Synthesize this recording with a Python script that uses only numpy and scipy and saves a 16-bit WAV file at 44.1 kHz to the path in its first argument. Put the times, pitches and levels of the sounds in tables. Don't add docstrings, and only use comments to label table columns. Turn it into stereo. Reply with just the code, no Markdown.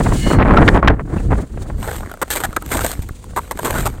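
import sys
import numpy as np
from scipy import signal
from scipy.fft import rfft, irfft, next_fast_len
from scipy.io import wavfile
from scipy.ndimage import uniform_filter1d, map_coordinates

SR = 44100
rng = np.random.default_rng(int(sys.argv[2]) if len(sys.argv) > 2 else 0)


def file_out(sig):
    cols = np.atleast_2d(sig).T
    lim = np.clip(cols, -1, 1)
    pcm = np.round(lim * 32767).astype(np.int16)
    wavfile.write(sys.argv[1], SR, pcm)


N = 176400

# t/s, relative level/dB
WIND_PRESSURE = [(0.03, -11.5), (0.36, -14.5), (0.56, -9), (0.7, -16.5), (0.88, -18), (1.1, -23),
                 (1.34, -11.5), (1.48, -33.5), (1.62, -21), (1.9, -25.5), (2.05, -25), (2.19, -41),
                 (2.45, -31.5), (2.66, -30), (2.75, -21), (2.88, -25.5), (3.06, -28.5), (3.18, -37),
                 (3.3, -28), (3.45, -35.5), (3.62, -33.5), (3.78, -17), (3.97, -27.5)]
# t/s, relative level/dB
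WIND_FLUTTER = [(0.03, -23), (0.15, -18), (0.21, -33), (0.28, -21), (0.37, -19.5), (0.44, -20), (0.56, -9),
                (0.645, -12.5), (0.795, -15), (0.815, -28.5), (0.92, -19.5), (1.04, -42), (1.17, -22),
                (1.26, -35.5), (1.38, -25.5), (1.44, -30), (1.49, -51.5), (1.62, -30.5), (1.8, -44),
                (2.18, -53.5), (2.8, -41), (3.25, -53), (3.55, -44), (3.75, -30), (3.97, -43.5)]
# t/s, length/s, relative level/dB
BUFFETS = [(0.003, 0.0098, -14.5), (0.059, 0.014, -16), (0.119, 0.0039, -13.5), (0.303, 0.015, -13),
           (0.328, 0.03, -17.5), (0.387, 0.036, -12), (0.45, 0.022, -15), (0.479, 0.07, -14.5),
           (0.583, 0.0058, -4.5), (0.608, 0.023, -14), (0.746, 0.022, -12), (0.772, 0.0055, -11),
           (0.838, 0.028, -18), (0.892, 0.019, -13), (0.993, 0.018, -26), (1.2, 0.0032, -26),
           (1.302, 0.0097, -23.5), (1.319, 0.021, -17.5), (1.574, 0.0041, -25.5), (1.699, 0.0069, -27.5)]
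# t/s, relative level/dB
EDDY_POPS = [(2.491, -24.5), (2.992, -21.5), (3.109, -28), (3.722, -28)]
# t/s, relative level/dB
NYLON_SWISH = [(0.01, -24.5), (0.11, -25.5), (0.16, -18.5), (0.26, -22), (0.335, -19), (0.39, -47),
               (0.6, -33.5), (0.66, -29), (0.765, -34), (0.81, -48), (0.96, -51), (1.09, -42), (1.2, -33),
               (1.27, -43), (1.35, -32.5), (1.42, -32), (1.445, -42), (1.59, -42.5), (1.625, -28),
               (1.655, -47), (1.675, -33), (1.72, -43), (2.0, -39.5)]
# f/Hz, relative level/dB
GLOVE_MODES = [(1750, 0), (2130, 4), (2930, 6.5), (4250, 3), (5470, -6)]
# t/s, length/s, relative thud/dB, relative snap/dB, ring f/Hz
AXE_KNOCKS = [(0.426, 0.0043, -16, -27, 1900), (0.507, 0.0033, -6, -47, 1118),
              (0.569, 0.0078, -8, -21, 1360), (0.622, 0.005, -13, -29, 1620),
              (0.678, 0.0023, -6.5, -11.5, 1950), (0.684, 0.0067, -3, -25, 1730),
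              (0.828, 0.0043, -7.5, -41, 1097), (0.875, 0.0036, -8, -15, 1116),
              (0.88, 0.0047, -7.5, -16, 1620)]
# t/s, length/s, relative crunch/dB, relative fizz/dB, crust f/Hz
SPIKE_BITES = [(1.843, 0.0039, -23.5, -40, 990.0), (1.883, 0.0074, -19, -34, 1600),
               (1.91, 0.0054, -23.5, -37, 1620), (2.032, 0.0016, -22, -46, 1190),
               (2.115, 0.0028, -24, -27.5, 1320), (2.139, 0.0026, -27, -32, 1310),
               (2.216, 0.017, -14, -18, 1290), (2.304, 0.037, -24.5, -15.5, 1700),
               (2.36, 0.024, -21, -18, 2260), (2.403, 0.013, -21, -22, 880),
               (2.437, 0.02, -17.0, -17.5, 1860), (2.529, 0.0026, -26, -32.5, 1350),
               (2.564, 0.0076, -10, -17, 1274), (2.623, 0.0035, -27, -28, 1440),
               (2.662, 0.0022, -34, -24, 1450.0), (2.717, 0.017, -18.5, -18, 2330),
               (2.747, 0.011, -17, -40, 630), (2.77, 0.0066, -20, -15.5, 1430.0),
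               (2.808, 0.0079, -19, -19.5, 1430), (2.838, 0.021, -22.5, -23, 860),
               (2.846, 0.0029, -14, -15.5, 780), (2.864, 0.0022, -23, -13, 1770),
               (2.916, 0.001, -27.5, -15.5, 1510.0), (3.021, 0.01, -41, -32, 2270),
               (3.089, 0.0014, -24, -31.5, 1570), (3.242, 0.002, -35.5, -35, 890),
               (3.363, 0.031, -16, -24.5, 935), (3.511, 0.012, -19.5, -21, 1160),
               (3.574, 0.003, -30, -29, 1110), (3.59, 0.0061, -18, -23, 960),
               (3.648, 0.025, -19.5, -18, 1010), (3.701, 0.013, -22.5, -28, 1020),
               (3.752, 0.046, -22.5, -27, 1460), (3.856, 0.021, -16.0, -17.5, 856)]
# t/s, relative crunch/dB, relative fizz/dB
SPIKE_DRAG = [(1.76, -43, -43), (1.86, -28.5, -31), (1.955, -30.5, -28), (1.985, -37, -32.5),
              (2.08, -38, -55), (2.2, -41.5, -72), (2.285, -44, -44), (2.335, -26.5, -19),
              (2.395, -31.5, -28.5), (2.425, -32.5, -31.5), (2.48, -42, -42), (2.6, -48, -57),
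              (2.695, -36.5, -32), (2.74, -25, -19.5), (2.8, -22, -26), (2.828, -31, -23.5),
              (2.89, -31.5, -23), (2.93, -31.5, -27.5), (2.965, -42, -40), (3.06, -53, -48),
              (3.34, -45.5, -78), (3.41, -43.5, -40.5), (3.55, -41, -47), (3.61, -37, -35.5),
              (3.635, -22, -26.5), (3.745, -22.5, -25.5), (3.8, -28, -24.5), (3.84, -29.5, -29),
              (3.9, -35, -36.5), (3.99, -43, -56)]

# f/Hz, relative density/dB
AIR_SPECTRUM = [(100, 4), (450, 2), (1000, -4), (2800, -19), (6000, -22), (9000, -16), (16000, -17)]
RUMBLE_SPECTRUM = [(12, -18), (32, 1), (55, 3), (90, -1), (150, -9.5), (250, -14), (450, -24.5),
                   (1200, -86.5)]
FLUTTER_SPECTRUM = [(50, 2), (140, 4.5), (280, 2), (450, -4.5), (900, -13.5), (1800, -19.5), (2700, -36),
                    (4500, -50), (9000, -109)]
NYLON_SPECTRUM = [(900, -25), (2000, -3), (4000, 0), (8000, -1), (11500, -5), (13200, -12), (16000, -14)]
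THUD_SPECTRUM = [(60, -6), (190, 6), (450, 3), (1100, -1), (2000, -9.5), (2800, -22), (4000, -39.5),
                 (8000, -55.5)]
SNAP_SPECTRUM = [(1000, -24), (2700, 16.5), (4000, 3.5), (6000, -18), (16000, -29)]
CRUNCH_SPECTRUM = [(100, -22.5), (250, 1), (420, 4), (900, 0), (1500, -2.5), (2200, -12), (3200, -37),
                   (5000, -55), (9000, -96)]
FIZZ_SPECTRUM = [(800, -35), (2000, 3.5), (3500, 3), (5200, -1.5), (7000, -0.5), (8600, 5.5), (10500, 1.5),
                 (13200, 2), (14500, -8.5), (16000, -15)]

# f/Hz, coherence
WIND_COHERENCE = [(50, 1), (250, 0.78), (2000, 0.74), (4000, 0.35), (8000, 0.19)]
NYLON_COHERENCE = [(2000, .4), (5000, .65), (8000, .85), (12000, .93)]
FOOT_COHERENCE = [(300, .92), (900, .82), (1500, .4), (3000, .55), (6300, .6), (7600, .93), (9300, .7),
                  (10700, .96), (12000, .65), (13700, .92)]
# f/Hz, phase/rad
NYLON_PHASE = [(1000, 0), (4600, 2.0), (7600, 6.2), (9000, 6.4), (10700, 9.4), (12800, 9.5), (13800, 12.5)]
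FOOT_PHASE = [(100, 0), (1300, .3), (2800, 2.4), (3900, 1.7), (5400, 3.2), (7000, .1), (8100, -.1),
              (10100, -3.1), (11300, -3.2), (13000, -6.2), (14900, -6.4)]
# f/Hz, left minus right/dB
FOOT_BALANCE = [(350, -1.5), (700, 8), (1300, 8), (2800, 4), (4500, 5), (5600, 0)]

RUMBLE_DB, FLUTTER_DB, BUFFET_DB, POP_DB = 0, 3.5, 2, 18.5
SWISH_DB, THUD_DB, SNAP_DB = -10, 2.5, 1
CRUNCH_DB, FIZZ_DB, TICK_DB = -0.5, -3.5, 8
DRAG_DB, DRAG_FIZZ_DB, CHIP_DB = 4.5, -3.5, -11

TIME = np.arange(N) / SR


def amp(db):
    return 10 ** (np.asarray(db) / 20)


def unit(x):
    return x / np.sqrt(np.mean(x ** 2) + 1e-20)


def along(points, hz):
    f, values = np.transpose(points)
    return np.interp(np.log(hz + 1), np.log(f + 1), values)


def curves(rows):
    times, *columns = np.transpose(rows)
    return [np.interp(TIME, times, column) for column in columns]


def noise():
    return rng.standard_normal((2, N))


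def wobble(knots_per_s):
    return map_coordinates(rng.standard_normal(4096), [TIME * knots_per_s], mode="wrap")


def swell(centre_s, width_s):
    return np.exp(-.5 * ((TIME - centre_s) / width_s) ** 2)


def filtered(x, response):
    size = next_fast_len(N + 8192)
    return irfft(rfft(x, size) * response(np.fft.rfftfreq(size, 1 / SR)), size)[..., :N]


def colour(x, spectrum, size=4096):
    cepstrum = irfft(np.log(amp(along(spectrum, np.fft.rfftfreq(size, 1 / SR)))))
    cepstrum[1:size // 2] *= 2
    cepstrum[size // 2 + 1:] = 0
    impulse = irfft(np.exp(rfft(cepstrum)))
    return unit(signal.fftconvolve(x, impulse[None], axes=1)[:, :N])


def resonate(x, hz, q):
    return unit(signal.lfilter(*signal.iirpeak(hz, q, SR), x))


def stereo(pair, coherence):
    turn = lambda hz: np.arccos(np.clip(along(coherence, hz), -1, 1)) / 2
    mid, side = filtered(pair, lambda hz: np.array([np.cos(turn(hz)), np.sin(turn(hz))]))
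    return np.array([mid + side, mid - side])


def phase_shift(x, phase):
    return filtered(x, lambda hz: np.exp(.5j * along(phase, hz) * np.array([[1], [-1]])))


def crackle(per_s, spread_db, haze):
    hits = rng.random(N) < per_s / SR
    sizes = amp(spread_db * np.clip(rng.standard_normal(N), -2, 2))
    return unit(hits * sizes * np.sign(noise())) + haze * noise()


def bursts(grain, events, attack_s, release_s, sag_db_per_s=0, q=1, ring=0, size=4096):
    out, t = np.zeros((2, N + size)), np.arange(size) / SR
    grain = np.pad(grain, ((0, 0), (0, size)), mode="wrap")
    for start, length, db, *hz in events:
        at = int(np.clip((start - attack_s / 2) * SR, 0, N - 1))
        shape = np.minimum(t / attack_s, 1) * np.exp(-np.maximum(t - length, 0) / release_s)
        shape *= amp(-sag_db_per_s * (t - length / 2))
        burst = unit(grain[:, at:at + size] * shape)
        if hz:
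            burst = unit(burst + ring * resonate(burst, hz[0], q))
        out[:, at:at + size] += amp(db) * burst * np.sqrt(np.mean(shape ** 2))
    return out[:, :N]


def wind(air_db=-58, whistle_db=-45, whistle_hz=494):
    pressure_db, = curves(WIND_PRESSURE)
    flutter_db, = curves(WIND_FLUTTER)
    rumble = amp(pressure_db + RUMBLE_DB) * colour(noise() * amp(2.3 * wobble(24.9)), RUMBLE_SPECTRUM)
    flutter = amp(flutter_db + FLUTTER_DB) * colour(noise() * amp(4.1 * wobble(90)), FLUTTER_SPECTRUM)
    tone = resonate(resonate(noise(), whistle_hz, q=11), whistle_hz, q=13)
    whistle = amp(whistle_db) * swell(centre_s=3.41, width_s=.13) * tone
    air = amp(air_db) * colour(noise(), AIR_SPECTRUM)
    return stereo(rumble + flutter + whistle + air, WIND_COHERENCE)


def buffets(pop_s=.0029):
    ragged = colour(crackle(per_s=700, spread_db=4, haze=.35), THUD_SPECTRUM)
    gusts = amp(BUFFET_DB) * stereo(bursts(ragged, BUFFETS, attack_s=.002, release_s=.004), WIND_COHERENCE)
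    for start, db in EDDY_POPS:
        age = np.maximum(TIME - start, 0) / pop_s
        gusts -= amp(db + POP_DB) * age * (2 - age) * np.exp(-age)
    return gusts


def clothing(glove_db=-27.5):
    swish_db, = curves(NYLON_SWISH)
    hiss = amp(swish_db + SWISH_DB + 2.07 * wobble(78)) * colour(noise(), NYLON_SPECTRUM)
    rub = noise()
    ring = unit(sum(amp(db) * resonate(rub, hz, q=55) for hz, db in GLOVE_MODES))
    glove = amp(glove_db) * swell(centre_s=.27, width_s=.065) * ring
    return phase_shift(stereo(hiss + glove, NYLON_COHERENCE), NYLON_PHASE)


def strap_squeak(start_s=1.176, length_s=.013, db=-38, hz=2680):
    tone = resonate(resonate(noise(), hz, q=11), hz, q=11)
    chirp = bursts(tone, [(start_s, length_s, db)], attack_s=.0049, release_s=.0049)
    return stereo(chirp, WIND_COHERENCE)


def axe_knocks():
    start, length, thud_db, snap_db, hz = np.transpose(AXE_KNOCKS)
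    rattle = crackle(per_s=1700, spread_db=2.5, haze=.9)
    thud = bursts(colour(rattle, THUD_SPECTRUM), zip(start, length, thud_db + THUD_DB, hz),
                  attack_s=.0012, release_s=.002, q=11, ring=1.4)
    snap = bursts(colour(rattle, SNAP_SPECTRUM), zip(start, length, snap_db + SNAP_DB),
                  attack_s=.0004, release_s=.002)
    return stereo(thud + snap, WIND_COHERENCE)


def crust_lumps(x, depth_db=4, size=512):
    frames = signal.stft(x, nperseg=size)[2]
    patches = uniform_filter1d(rng.standard_normal(frames.shape[1:]), size=3, axis=0)
    patches = uniform_filter1d(patches, size=7, axis=1)
    return signal.istft(frames * amp(depth_db * unit(patches)), nperseg=size)[1][:, :N]


def crust_chips(per_s=60, length_s=.0015, spread_db=4, centre_hz=1500, spread_octaves=.5):
    count = int(per_s * N / SR)
    size, pitch = np.clip(rng.standard_normal((count, 2)), -2, 2).T
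    start = rng.random(count) * N / SR
    hz = centre_hz * 2 ** (spread_octaves * pitch)
    events = zip(start, np.full(count, length_s), spread_db * size, hz)
    grain = colour(noise(), CRUNCH_SPECTRUM) + .5 * colour(noise(), FIZZ_SPECTRUM)
    return unit(bursts(grain, events, attack_s=.0003, release_s=.001, q=9, ring=.8))


def spike_drag(fade_in_s=.031):
    crunch_db, fizz_db = curves(SPIKE_DRAG)
    walking = np.clip((TIME - SPIKE_DRAG[0][0]) / fade_in_s, 0, 1)
    clumps = crackle(per_s=600, spread_db=7, haze=.4) * amp(4.5 * wobble(150))
    crunch = amp(crunch_db + DRAG_DB) * .5 * colour(crust_lumps(clumps), CRUNCH_SPECTRUM)
    fizz = amp(fizz_db + DRAG_FIZZ_DB) * colour(clumps + 1.32 * crust_lumps(noise()), FIZZ_SPECTRUM)
    chips = amp(crunch_db + DRAG_DB + CHIP_DB) * crust_chips()
    return walking * (crunch + fizz + chips)


def spike_bites(attack_s=.001, sag_db_per_s=171):
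    start, length, crunch_db, fizz_db, hz = np.transpose(SPIKE_BITES)
    cracks = crackle(per_s=1900, spread_db=8, haze=.75)
    crust = colour(crust_lumps(cracks), CRUNCH_SPECTRUM)
    crunch = bursts(crust, zip(start, length, crunch_db + CRUNCH_DB, hz),
                    attack_s, release_s=.0049, sag_db_per_s=sag_db_per_s, q=5.5, ring=.8)
    crystals = colour(cracks + .74 * crust_lumps(noise()), FIZZ_SPECTRUM)
    fizz = bursts(crystals, zip(start, length, fizz_db + FIZZ_DB),
                  attack_s, release_s=.001, sag_db_per_s=sag_db_per_s)
    touches = zip(start, np.zeros_like(start), fizz_db + TICK_DB)
    tick = bursts(colour(noise(), FIZZ_SPECTRUM), touches, attack_s, release_s=.001)
    return tick + crunch + fizz


def crampons():
    feet = phase_shift(stereo(spike_bites() + spike_drag(), FOOT_COHERENCE), FOOT_PHASE)

    def balance(hz):
        ratio = amp(along(FOOT_BALANCE, hz))
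        return np.array([ratio, np.ones_like(hz)]) * np.sqrt(2 / (1 + ratio ** 2))
    return filtered(feet, balance)


def scene():
    return crampons() + axe_knocks() + strap_squeak() + buffets() + wind() + clothing()


def record(dry, top_hz=15900):
    clipped = dry / (1 + np.abs(dry) ** 8) ** (1 / 8)
    return filtered(clipped, lambda hz: hz < top_hz)


dry = scene()
out = record(dry)
file_out(out)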